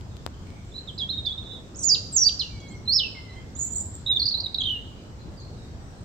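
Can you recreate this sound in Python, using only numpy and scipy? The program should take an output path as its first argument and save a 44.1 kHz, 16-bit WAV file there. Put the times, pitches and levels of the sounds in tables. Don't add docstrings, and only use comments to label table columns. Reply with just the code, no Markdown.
import sys
import numpy as np
from scipy import signal
from scipy.fft import rfft, irfft, next_fast_len
from scipy.io import wavfile
from scipy.ndimage import uniform_filter1d

SR = 44100
rng = np.random.default_rng(int(sys.argv[2]) if len(sys.argv) > 2 else 0)


def output_pcm(signal):
    pcm = np.clip(np.atleast_2d(signal).T, -1, 1) * 32767
    wavfile.write(sys.argv[1], SR, np.round(pcm).astype(np.int16))


def magnitude_from_level(level_db):
    exponent = np.asarray(level_db, float) / 20
    return 10 ** exponent


N = 266364
EDGE_HZ = 15830


def evened(x):
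    return x / np.sqrt(np.mean(x ** 2) + 1e-20)


def read(points, hz):
    f, value = np.transpose(points)
    return np.interp(np.log(hz + 1), np.log(f + 1), value)


def add(mix, s, sound):
    part = mix[..., round(s * SR):][..., :sound.shape[-1]]
    part += sound[..., :part.shape[-1]]


def wander(count, smooth_s):
    size = max(round(smooth_s * SR), 1)
    once = uniform_filter1d(rng.standard_normal(count), size)
    return evened(uniform_filter1d(once, size))


def unroll(rows, fade_s):
    s, *columns = np.transpose(rows)
    t = np.arange(s[0], s[-1], 1 / SR)
    to_end = np.minimum(t - s[0], s[-1] - t)
    fade = np.sin(np.pi / 2 * np.clip(to_end / fade_s, 0, 1))
    return s[0], fade, [np.interp(t, s, c) for c in columns]


def shaped(table, attack, release, start_db, end_db, hurry=1.01, dip_hz=0.1):
    u = np.linspace(0, 1, 80)
    swell_db = start_db * np.clip(1 - u / attack, 0, 1) + end_db * np.clip(1 - (1 - u) / release, 0, 1)
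    glide = 1 - (1 - u) ** hurry
    dip = dip_hz * np.sin(np.pi * u)
    return [np.c_[s + length * u, first + (last - first) * glide - dip, db + swell_db]
            for s, length, first, last, db in table]


def sung(tables, voice):
    line = np.zeros(N)
    for rows in tables:
        add(line, *voice(rows))
    return line


# (time [s], factor on waver and flutter [1])
VOICE_STRAIN = [(0, 0.98), (1.7, 0.87), (2.0, 0.91), (2.24, 1.36), (2.27, 0.55), (2.4, 1.2), (2.89, .5),
                (2.93, 1.3), (2.989, 1), (3.03, 0.43), (3.581, 1.2), (3.8, 2), (4.031, 3.5), (4.06, 1.1),
                (4.17, 0.71), (4.211, 1.2), (4.3, 1.2), (4.5, 1.2), (4.62, 1.2), (4.71, 0.14), (6.04, .6)]
# (frequency [Hz], level under the note [dB])
OVERTONE_COLOUR = [(5000, -36), (7000, -34.5), (8500, -47.5), (9500, -39), (11000, -32), (13200, -38.5),
                   (14200, -28.5), (16000, -28.5)]
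OVERTONE_TRIM = [2, -13.5, -19, -6]


def whistle(rows, waver_hz=20, flutter_db=1.4, blur=1, clear=.7):
    s, fade, (hz, db) = unroll(rows, fade_s=.0025)
    count = len(hz)
    strain = blur * np.interp(s + np.arange(count) / SR, *np.transpose(VOICE_STRAIN))
    hz = uniform_filter1d(hz, 90) + strain * waver_hz * wander(count, smooth_s=0.0018)
    turn = 2 * np.pi * np.cumsum(hz) / SR
    k = np.arange(2, 6)[:, None]
    overtone_level = magnitude_from_level(read(OVERTONE_COLOUR, k * hz) + np.c_[OVERTONE_TRIM])
    overtones = overtone_level * np.sin(k * turn) * (k * hz < EDGE_HZ)
    overtones = overtones * (clear + (1 - clear) * wander(count, smooth_s=.0008))
    level = magnitude_from_level(db + strain * flutter_db * wander(count, smooth_s=0.0023))
    return s, np.sqrt(2) * fade * level * (np.sin(turn) + overtones.sum(0))


def coupled(x, mix_db=-20, rasp_db=-40, rasp_hz=(11100, 12500), shrill_hz=5200):
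    power = abs(signal.hilbert(x, next_fast_len(N))[:N]) ** 2
    slow = uniform_filter1d(power, 300) + 1e-9
    pull = magnitude_from_level(mix_db) * np.interp(np.arange(N) / SR, *np.transpose(VOICE_STRAIN)) ** 2
    rasp_band = signal.butter(2, rasp_hz, "band", fs=SR, output="sos")
    rasp = signal.sosfilt(rasp_band, rng.standard_normal(N))
    shrill = signal.sosfilt(signal.butter(4, shrill_hz, "high", fs=SR, output="sos"), x)
    blow = np.sqrt(abs(uniform_filter1d(shrill ** 2, 600)))
    return x * (1 + pull * (np.tanh(power / slow - 1))) + magnitude_from_level(rasp_db) * blow * evened(rasp)


# (time [s], pitch [Hz], level [dB])
STAIRCASE_FALLS = [
    [(1.826, 8500, -36), (1.837, 6690, -30), (1.852, 7170, -26.5), (1.86, 6800, -27.5), (1.879, 6880, -24),
     (1.897, 5185, -19.5), (1.914, 4612, -22), (1.932, 4753, -16.5), (1.943, 5130, -27.5)],
    [(2.125, 7750, -36.5), (2.14, 7500, -35), (2.158, 7440, -23), (2.174, 6366, -20.5), (2.189, 5490, -26),
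     (2.207, 5990, -23), (2.235, 5610, -16.5)],
    [(2.232, 5710, -16), (2.245, 4344, -32), (2.256, 4633, -26), (2.271, 4727, -14.5), (2.284, 4610, -23.5),
     (2.299, 2460, -39)],
    [(2.393, 5510, -27.5), (2.401, 4060, -23.5), (2.41, 4235, -27.5), (2.419, 3120, -33.5),
     (2.44, 2780, -42.5), (2.466, 2800, -44.5)],
    [(2.876, 3976, -29.5), (2.888, 4128, -24), (2.922, 4480, -24.5), (2.937, 5234, -20.5),
     (2.95, 5430, -25), (2.966, 5314, -21.5), (2.976, 5080, -22.5), (2.989, 4044, -25),
     (3.002, 3280, -29.5)],
]
# (time [s], pitch [Hz], level [dB])
BENT_NOTES = [
    [(1.455, 3530, -56.5), (1.472, 3560, -45), (1.488, 3600, -51), (1.512, 3584, -45), (1.545, 3557, -50),
     (1.563, 3520, -47.5), (1.576, 3440, -53), (1.6, 3450, -55)],
    [(1.437, 4090, -54), (1.46, 3800, -54), (1.5, 3780, -53), (1.512, 3860, -47), (1.525, 3830, -48.5),
     (1.54, 3870, -44.5), (1.556, 3750, -52), (1.582, 3735, -48.5), (1.592, 3700, -56)],
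    [(1.089, 3480, -37.5), (1.095, 3880, -28.5), (1.11, 4220, -29.5), (1.122, 3763, -36),
     (1.151, 3700, -33.5), (1.162, 3810, -49)],
    [(1.757, 6080, -44), (1.764, 7460, -51), (1.769, 6390, -45.5), (1.775, 8140, -42.5), (1.783, 5440, -53),
     (1.793, 6800, -37), (1.799, 5640, -45), (1.819, 6380, -40), (1.846, 4550, -35.5)],
    [(4.062, 3894, -30.5), (4.07, 3560, -27), (4.075, 3984, -25.5), (4.079, 3610, -30),
     (4.084, 3970, -30.5), (4.091, 3760, -27.5), (4.107, 3875, -20.5), (4.126, 3560, -24),
     (4.134, 3550, -29.5)],
    [(.988, 4110, -34.5), (.994, 3760, -34.5), (1.0, 4030, -31.5), (1.005, 3460, -31), (1.026, 3277, -30.5),
     (1.045, 3330, -35.5)],
    [(1.284, 3390, -36), (1.3, 3370, -38), (1.315, 3417, -32.5), (1.333, 3880, -35.5)],
    [(3.635, 7870, -40), (3.648, 7100, -32.5), (3.665, 7230, -38), (3.684, 7360, -40)],
]
# (time [s], pitch [Hz], level [dB])
SINKING_NOTES = [
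    [(2.999, 3307, -24.5), (3.012, 2924, -29), (3.026, 3027, -27.5), (3.04, 2722, -32.5),
     (3.07, 2634, -40.5), (3.087, 2525, -47)],
    [(4.705, 3250, -29), (4.712, 2971, -26), (4.744, 2944, -37), (4.757, 2833, -35), (4.777, 2850, -38.5),
     (4.789, 2960, -46)],
    [(1.941, 5120, -22), (1.949, 3950, -22), (1.958, 2634, -41.5), (1.971, 2960, -44.5)],
]


def drawn_notes():
    return STAIRCASE_FALLS + BENT_NOTES + SINKING_NOTES


# (start [s], length [s], first pitch [Hz], last pitch [Hz], level [dB])
WARBLED_NOTES = [(.718, 0.012, 3610, 3480, -54.5), (.738, 0.035, 3770, 4160, -45.5),
                 (.777, 0.018, 3850, 4240, -37.5), (.874, 0.014, 3710, 3850, -42.5),
                 (.935, 0.04, 7670, 7300, -64.5), (.977, 0.013, 3750, 5360, -36.5),
                 (1.174, 0.023, 3780, 3703, -30.5), (1.249, 0.01, 3700, 3850, -34.5),
                 (1.257, .009, 3900, 5080, -36), (1.263, 0.02, 3583, 3513, -28),
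                 (1.376, 0.021, 3674, 3716, -33), (1.426, 0.0092, 3450, 3620, -42),
                 (1.745, 0.01, 4960, 5900, -50.5), (2.118, 0.019, 8950, 7720, -46),
                 (2.116, 0.0049, 12500, 9470, -53.5), (1.79, 0.04, 7960, 8640, -42),
                 (2.852, 0.028, 4280, 3660, -51.5), (3.29, 0.054, 4030, 4070, -59),
                 (3.36, 0.058, 3156, 3170, -59.5), (3.562, 0.036, 3770, 4300, -63),
                 (3.56, 0.019, 3550, 3530, -64), (3.6, .08, 4280, 4230, -69.5),
                 (3.732, 0.031, 4070, 4250, -63.5), (4.159, .017, 3816, 3430, -22.5),
                 (4.646, 0.017, 3046, 3105, -33.5), (4.583, 0.012, 3943, 3866, -24)]


def warbled_notes():
    return shaped(WARBLED_NOTES, attack=0.35, release=0.24, start_db=-3.5, end_db=-1.5)


# (start [s], length [s], first pitch [Hz], last pitch [Hz], level [dB])
SETTLING_NOTES = [(2.6, .012, 7600, 6100, -58), (.885, 0.012, 3800, 3350, -37),
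                  (.895, .013, 3450, 3120, -43), (2.684, 0.057, 6000, 7650, -57.5),
                  (2.6, .08, 3345, 3315, -61), (2.665, .11, 3800, 4280, -64), (2.71, 0.03, 3270, 3240, -60),
                  (4.604, .02, 7100, 6400, -59), (5.4, 0.0234, 7000, 6300, -63),
                  (4.544, 0.0081, 4730, 3760, -23.5), (4.604, 0.014, 3575, 3200, -28.5),
                  (4.616, .009, 4200, 3156, -25), (4.635, 0.017, 4500, 3120, -31),
                  (4.459, 0.011, 4000, 3780, -28)]


def settling_notes():
    return shaped(SETTLING_NOTES, attack=.2, release=0.27, start_db=2, end_db=-7.5, hurry=3.8)


# (start [s], length [s], first pitch [Hz], last pitch [Hz], level [dB])
TRILL_NOTES = [(3.551, 0.031, 6520, 7640, -42), (3.58, 0.024, 7400, 6760, -38),
               (3.592, .012, 6850, 6800, -35.5), (3.605, 0.015, 6820, 6800, -31),
               (3.619, 0.019, 6795, 6794, -28.5), (3.6, .037, 7430, 7920, -38),
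               (3.655, 0.027, 7920, 7660, -46), (3.675, .008, 7040, 6350, -41.5),
               (3.701, .016, 7050, 7080, -38.5), (3.718, 0.025, 7130, 7130, -35),
               (3.726, 0.1, 7510, 7770, -37.5), (3.755, 0.021, 7120, 7150, -32.5),
               (3.78, 0.0092, 7200, 7250, -26), (3.789, .006, 7150, 7150, -30),
               (3.804, 0.009, 7250, 7020, -31.5), (3.812, .02, 7750, 6940, -42.5),
               (3.835, 0.046, 7260, 7520, -41.5), (3.885, 0.027, 7500, 7520, -51.5),
               (3.93, 0.037, 7470, 7550, -47.5), (3.975, .04, 7500, 7640, -60.5)]


def high_trill():
    return shaped(TRILL_NOTES, attack=.5, release=0.37, start_db=-9.0, end_db=-6.0)


# (start [s], length [s], first pitch [Hz], last pitch [Hz], level [dB])
RATTLE_CHIPS = [(.763, 0.0087, 4080, 4300, -38.5), (4.194, 0.015, 4800, 4470, -25),
                (4.216, 0.014, 4380, 4410, -21), (4.229, 0.0036, 4510, 4910, -21),
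                (4.234, .009, 4690, 5000, -36.5), (4.254, 0.0097, 4970, 4800, -25.5),
                (4.263, 0.0072, 4830, 4880, -23), (4.275, 0.015, 4370, 4710, -23),
                (4.287, 0.0053, 4760, 5190, -25), (4.297, 0.0064, 4930, 4700, -31.5),
                (4.309, 0.0047, 4160, 4500, -30.5), (4.314, 0.017, 4490, 4605, -25.5),
                (4.34, 0.016, 4010, 4400, -25.5), (4.371, 0.019, 4460, 4500, -33),
                (4.387, 0.0086, 4300, 4300, -33.5), (4.399, 0.01, 4200, 5070, -26.5),
                (4.44, 0.01, 4240, 4270, -30.5), (4.653, .014, 3835, 3790, -29),
                (4.668, 0.012, 3410, 3330, -27), (4.682, 0.011, 3280, 3450, -29),
                (4.69, 0.012, 3170, 3230, -27), (4.696, 0.0098, 3310, 3390, -30.5)]


def rattle():
    return shaped(RATTLE_CHIPS, attack=.25, release=.25, start_db=-5, end_db=-5, dip_hz=260)


# (time [s], level [dB])
SNAP_FLICKS = [(1.259, -48.5), (4.176, -52), (4.197, -49.5), (4.217, -46), (4.238, -45), (4.276, -41),
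               (4.291, -35.5), (4.3, -54.5), (4.32, -43.5), (4.34, -49), (4.406, -47), (4.545, -48),
               (4.658, -50)]


def flicks():
    return sung(SNAP_FLICKS, flick)


def flick(row, low_hz=4400, high_hz=7400, fall_db=-19, length_s=0.005):
    s, db = row
    bottom = (s - length_s / 2, low_hz, db)
    top = (s + length_s / 2, high_hz, db + fall_db)
    return whistle([bottom, top])


# (start [s], length [s], first pitch [Hz], last pitch [Hz], 2nd partial level [dB])
MURMUR_NOTES = [
    (2.5, 0.09, 1190, 1118, -60),
    (2.6, 0.093, 1118, 1098, -60.5),
    (2.7, 0.084, 1080, 1070, -56.5),
    (3.149, 0.054, 1089, 1037, -49),
    (3.236, .09, 1067, 988, -56),
    (3.33, 0.09, 1034, 1034, -55),
]


def murmurs():
    return sung(shaped(MURMUR_NOTES, attack=0.17, release=0.16, start_db=-2.5, end_db=-8), murmur)


MURMUR_PARTIALS = [1.5, -16.5, -16.5]


def murmur(rows):
    s, fade, (hz, db) = unroll(rows, fade_s=0.0025)
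    turn = 2 * np.pi * np.cumsum(hz + 6 * wander(len(hz), smooth_s=0.0029)) / SR
    level = magnitude_from_level(db + 2.0 * wander(len(hz), smooth_s=0.0076))
    partials = sum(magnitude_from_level(p) * np.sin((k + 2) * turn) for k, p in enumerate(MURMUR_PARTIALS))
    return s, np.sqrt(2) * fade * level * partials


def robin():
    notes = drawn_notes() + warbled_notes() + settling_notes() + high_trill() + rattle()
    return coupled(sung(notes, whistle) + flicks()) + murmurs()


# (frequency [Hz], left-right level [dB])
PORT_LEVEL = [(2700, -1.5), (3300, -8), (4100, -5.5), (4700, -7.5), (6000, -5), (7000, -15), (7700, 2)]
# (frequency [Hz], left lead [rad])
PORT_PHASE = [(2700, 0), (3400, 0.54), (3750, 0), (4300, 1.64), (5000, -0.5), (5800, 1.5), (6800, 1.5),
              (7500, 4.5), (8200, 3.5), (11500, 8)]
# (delay [s], left level [dB], right level [dB])
NEAR_ECHOES = [
    (.0016, -28, -43.5),
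    (.0045, -31, -6.5),
    (.0095, -9, -19.5),
    (.017, -10.5, -19.5),
    (.031, -22.5, -13.5),
]


def heard(x, direct_db=-1):
    size = next_fast_len(N + 4096)
    hz = np.fft.rfftfreq(size, 1 / SR)
    spin = -2j * np.pi * hz
    left = magnitude_from_level(direct_db + read(PORT_LEVEL, hz) / 2) * np.exp(1j * read(PORT_PHASE, hz))
    right = magnitude_from_level(direct_db - read(PORT_LEVEL, hz) / 2) + 0j
    for k, (s, echo_left_db, echo_right_db) in enumerate(NEAR_ECHOES):
        ear_gap_s = 0.000404 * (-1) ** k
        left = left + magnitude_from_level(echo_left_db) * np.exp(spin * (s + ear_gap_s))
        right = right + magnitude_from_level(echo_right_db) * np.exp(spin * s)
    return irfft(rfft(x, size) * np.array([left, right]), size)[:, :N]


# (frequency [Hz], time to fall 60 dB [s])
WOOD_DECAY = [(2000, 1.6), (3000, 0.7), (4000, 0.74), (6000, 0.7), (8000, 0.78), (14000, 1.07)]


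def shimmer(x, start_s, near_db=6.0, near_s=0.074, sway_hz=18):
    taps = np.zeros((6, 54000))
    at = np.arange(0, 54000, 10) + rng.integers(0, 10, (6, 5400))
    np.put_along_axis(taps, at, rng.choice([-1., 1.], at.shape), 1)
    hz, t, z = signal.stft(taps, SR, nperseg=128)
    decay = magnitude_from_level(-60 * t / read(WOOD_DECAY, hz)[:, None])
    tail = signal.istft(z * decay, SR, nperseg=128)[1]
    t = np.arange(tail.shape[1]) / SR
    tail = tail * np.clip(t / start_s, 0, 1) * magnitude_from_level(near_db * np.exp(-(t / near_s) ** 2))
    turn = 2 * np.pi * (sway_hz * np.arange(N) / SR + np.arange(3)[:, None] / 3)
    feeds = np.tile(x * np.cos(turn) * np.sqrt(2 / 3), (2, 1))
    wet = signal.fftconvolve(feeds, tail / np.linalg.norm(tail[0]), axes=1)[:, :N]
    return wet.reshape(2, 3, N).sum(1)


# (start [s], length [s], first pitch [Hz], last pitch [Hz], level [dB])
FAR_CALLS = [(.1, 0.12, 3630, 3530, -72.5), (.32, 0.12, 3150, 3080, -72.5), (.45, 0.15, 2300, 2200, -71.5),
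             (.63, 0.25, 7620, 7120, -76), (2.74, 0.024, 6000, 5600, -63.5),
             (4.965, 0.022, 4100, 4000, -70), (4.97, 0.028, 2400, 2370, -76),
             (3.78, 0.021, 5300, 4670, -71), (3.96, 0.052, 4620, 4840, -80),
             (5.185, 0.026, 4230, 3940, -64.5), (5.185, .02, 4750, 4650, -70),
             (5.362, 0.024, 4750, 4680, -59.5), (5.382, 0.032, 4350, 4104, -57.5),
             (5.43, 0.078, 4250, 4300, -71), (5.57, .1, 3840, 3800, -69.5), (5.8, 0.26, 8000, 8200, -78.5)]


def far_birds():
    calls = shaped(FAR_CALLS, attack=.15, release=0.22, start_db=7.0, end_db=-4.0)
    return magnitude_from_level(8.0) * sung(calls, far_call)


def far_call(rows):
    return whistle(rows, waver_hz=140, flutter_db=2.5, blur=1)


# (frequency [Hz], level [dB])
MICROPHONE_TONE = [(7900, 2), (8500, -1.5), (9200, -2.5), (10500, -19), (12000, -1.5), (14000, 0.5)]


def through_microphone(x):
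    hz = np.fft.rfftfreq(N, 1 / SR)
    return irfft(rfft(x) * magnitude_from_level(read(MICROPHONE_TONE, hz)), N)


# (time [s], peak level [dB], left-right level [dB], thump level [dB])
FINGER_TICKS = [(0.0094, -33, 13, -3), (0.167, -30.5, 14, -3), (0.2627, -19.5, 22.5, 5),
                (0.2735, -46.5, 1, 25.5), (0.4688, -39, 12, -18), (0.5023, -34, -3.5, -12),
                (1.5335, -38, 7, 1), (1.548, -38, 9, -8), (2.3, -50, 0, 10), (3.35, -46, 0, -15),
                (3.385, -48, 0, -15), (4.3732, -30.5, 6, -11), (5.2114, -44.5, 2, -4),
                (5.3384, -40, -6, -15), (5.5034, -42, -10.5, 0)]
# (frequency [Hz], width [Hz], level [dB])
SHELL_MODES = [(720, 2300, 11), (3560, 2770, 11.5), (7300, 930, -8.5), (12400, 3000, -4)]


def ticks(rise_s=0.00021):
    t, out = np.arange(300) / SR, np.zeros((2, N))
    onset = 1 - np.exp(-t / rise_s)
    thump, *modes = (magnitude_from_level(db) * onset * np.exp(-np.pi * width * t) * np.sin(2 * np.pi * hz * t)
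                     for hz, width, db in SHELL_MODES)
    for s, peak_db, pan_db, thump_db in FINGER_TICKS:
        knock = magnitude_from_level(peak_db) * (sum(modes) + magnitude_from_level(thump_db) * thump)
        add(out, s + rise_s + 0.0013, knock * magnitude_from_level(np.array([[pan_db / 2], [-pan_db / 2]])))
    return out


# (frequency [Hz], level [dB per Hz])
AIR_SPECTRUM = [(20, -17.5), (45, -2.5), (86, 3.5), (125, -1), (158, -7), (200, -5.5), (260, -10),
                (740, -20.5), (1450, -26.5), (2400, -33.5), (3800, -32.5), (8200, -37.5), (9500, -63.5),
                (10800, -54), (12000, -54), (16000, -57)]
# (frequency [Hz], left-right correlation [1])
AIR_LIKENESS = [(60, .91), (150, .88), (380, .83), (700, .36), (1300, -.17), (4400, -.1), (15000, .1)]
# (frequency [Hz], left-right level [dB])
AIR_BALANCE = [(60, 0.5), (180, -0.5), (550, -0.5), (1650, 3), (4970, -3.5), (15000, 9.5)]
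# (time [s], level [dB])
TRAFFIC_THROB = [
    (0.0, -30),
    (1.0, -39.5),
    (2.0, -52.5),
    (3.3, -31),
    (4.2, -43.5),
    (6.04, -43.5),
]


def air(level_db=-40, patchy_db=1.58, throb_share=0.24, throb_top_hz=140):
    frames, hz = N // 512 + 5, np.fft.rfftfreq(2048, 1 / SR)
    a, b, c, d, patches = rng.standard_normal((frames, 1025, 5)).T
    patches = evened(uniform_filter1d(uniform_filter1d(patches, 20, 0), 8, 1))
    throb_db = np.interp(np.arange(frames) * 512 / SR, *np.transpose(TRAFFIC_THROB))
    throb_db = throb_share * (throb_db - throb_db.mean()) / (1 + (hz[:, None] / throb_top_hz) ** 2)
    same = np.clip(read(AIR_LIKENESS, hz), -1, 1)[:, None]
    left = a + 1j * b
    right = same * left + np.sqrt(1 - same ** 2) * (c + 1j * d)
    z = np.array([left, right])
    z *= magnitude_from_level(read(AIR_SPECTRUM, hz)[:, None] + patchy_db * patches + throb_db)
    z *= magnitude_from_level(np.multiply.outer([.5, -.5], read(AIR_BALANCE, hz)))[:, :, None]
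    return magnitude_from_level(level_db) * evened(signal.istft(z, nperseg=2048, noverlap=1536)[1][:, :N])


def scene():
    song = robin()
    lean = magnitude_from_level(np.array([[-1.5], [1.5]]))
    scattered = lean * shimmer(magnitude_from_level(-8.0) * song + far_birds(), start_s=0.0088)
    return through_microphone(heard(song) + scattered) + air() + ticks()


def masked(x, from_hz=8300, singer_hz=5900, fickle_db=1.0, under_db=-38, ceiling_db=-75,
           deep_db=-53, safe_hz=1500, spared_hz=9600):
    hz, _, z = signal.stft(x, SR, nperseg=2048, noverlap=1024)
    bands = (abs(z[:, :1024]) ** 2).reshape(2, 64, 16, -1).sum((0, 2))
    centre = hz[8:1024:16, None]
    loudest_high = (bands * (centre > singer_hz)).max(0)
    limit = np.minimum(magnitude_from_level(2 * under_db) * loudest_high, magnitude_from_level(2 * ceiling_db))
    fickle = magnitude_from_level(2 * fickle_db * rng.standard_normal(bands.shape))
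    keep_treble = (bands > limit * fickle) | (centre < from_hz)
    above_deep = bands > magnitude_from_level(2 * deep_db) * bands.max(0) * fickle
    keep = keep_treble & (above_deep | (centre < safe_hz) | (centre > spared_hz))
    keep = np.vstack([np.repeat(keep, 16, 0), keep[-1:]])
    return signal.istft(z * keep, SR, nperseg=2048, noverlap=1024)[1][:, :N]


def top_cut(x):
    return signal.sosfilt(signal.butter(12, 16600, fs=SR, output="sos"), x)


def record(dry):
    lowpass = signal.firwin(511, EDGE_HZ, window=("kaiser", 8), fs=SR)
    limited = signal.oaconvolve(dry, lowpass[None], "same")
    return top_cut(masked(limited))


dry = scene()
out = record(dry)
output_pcm(out)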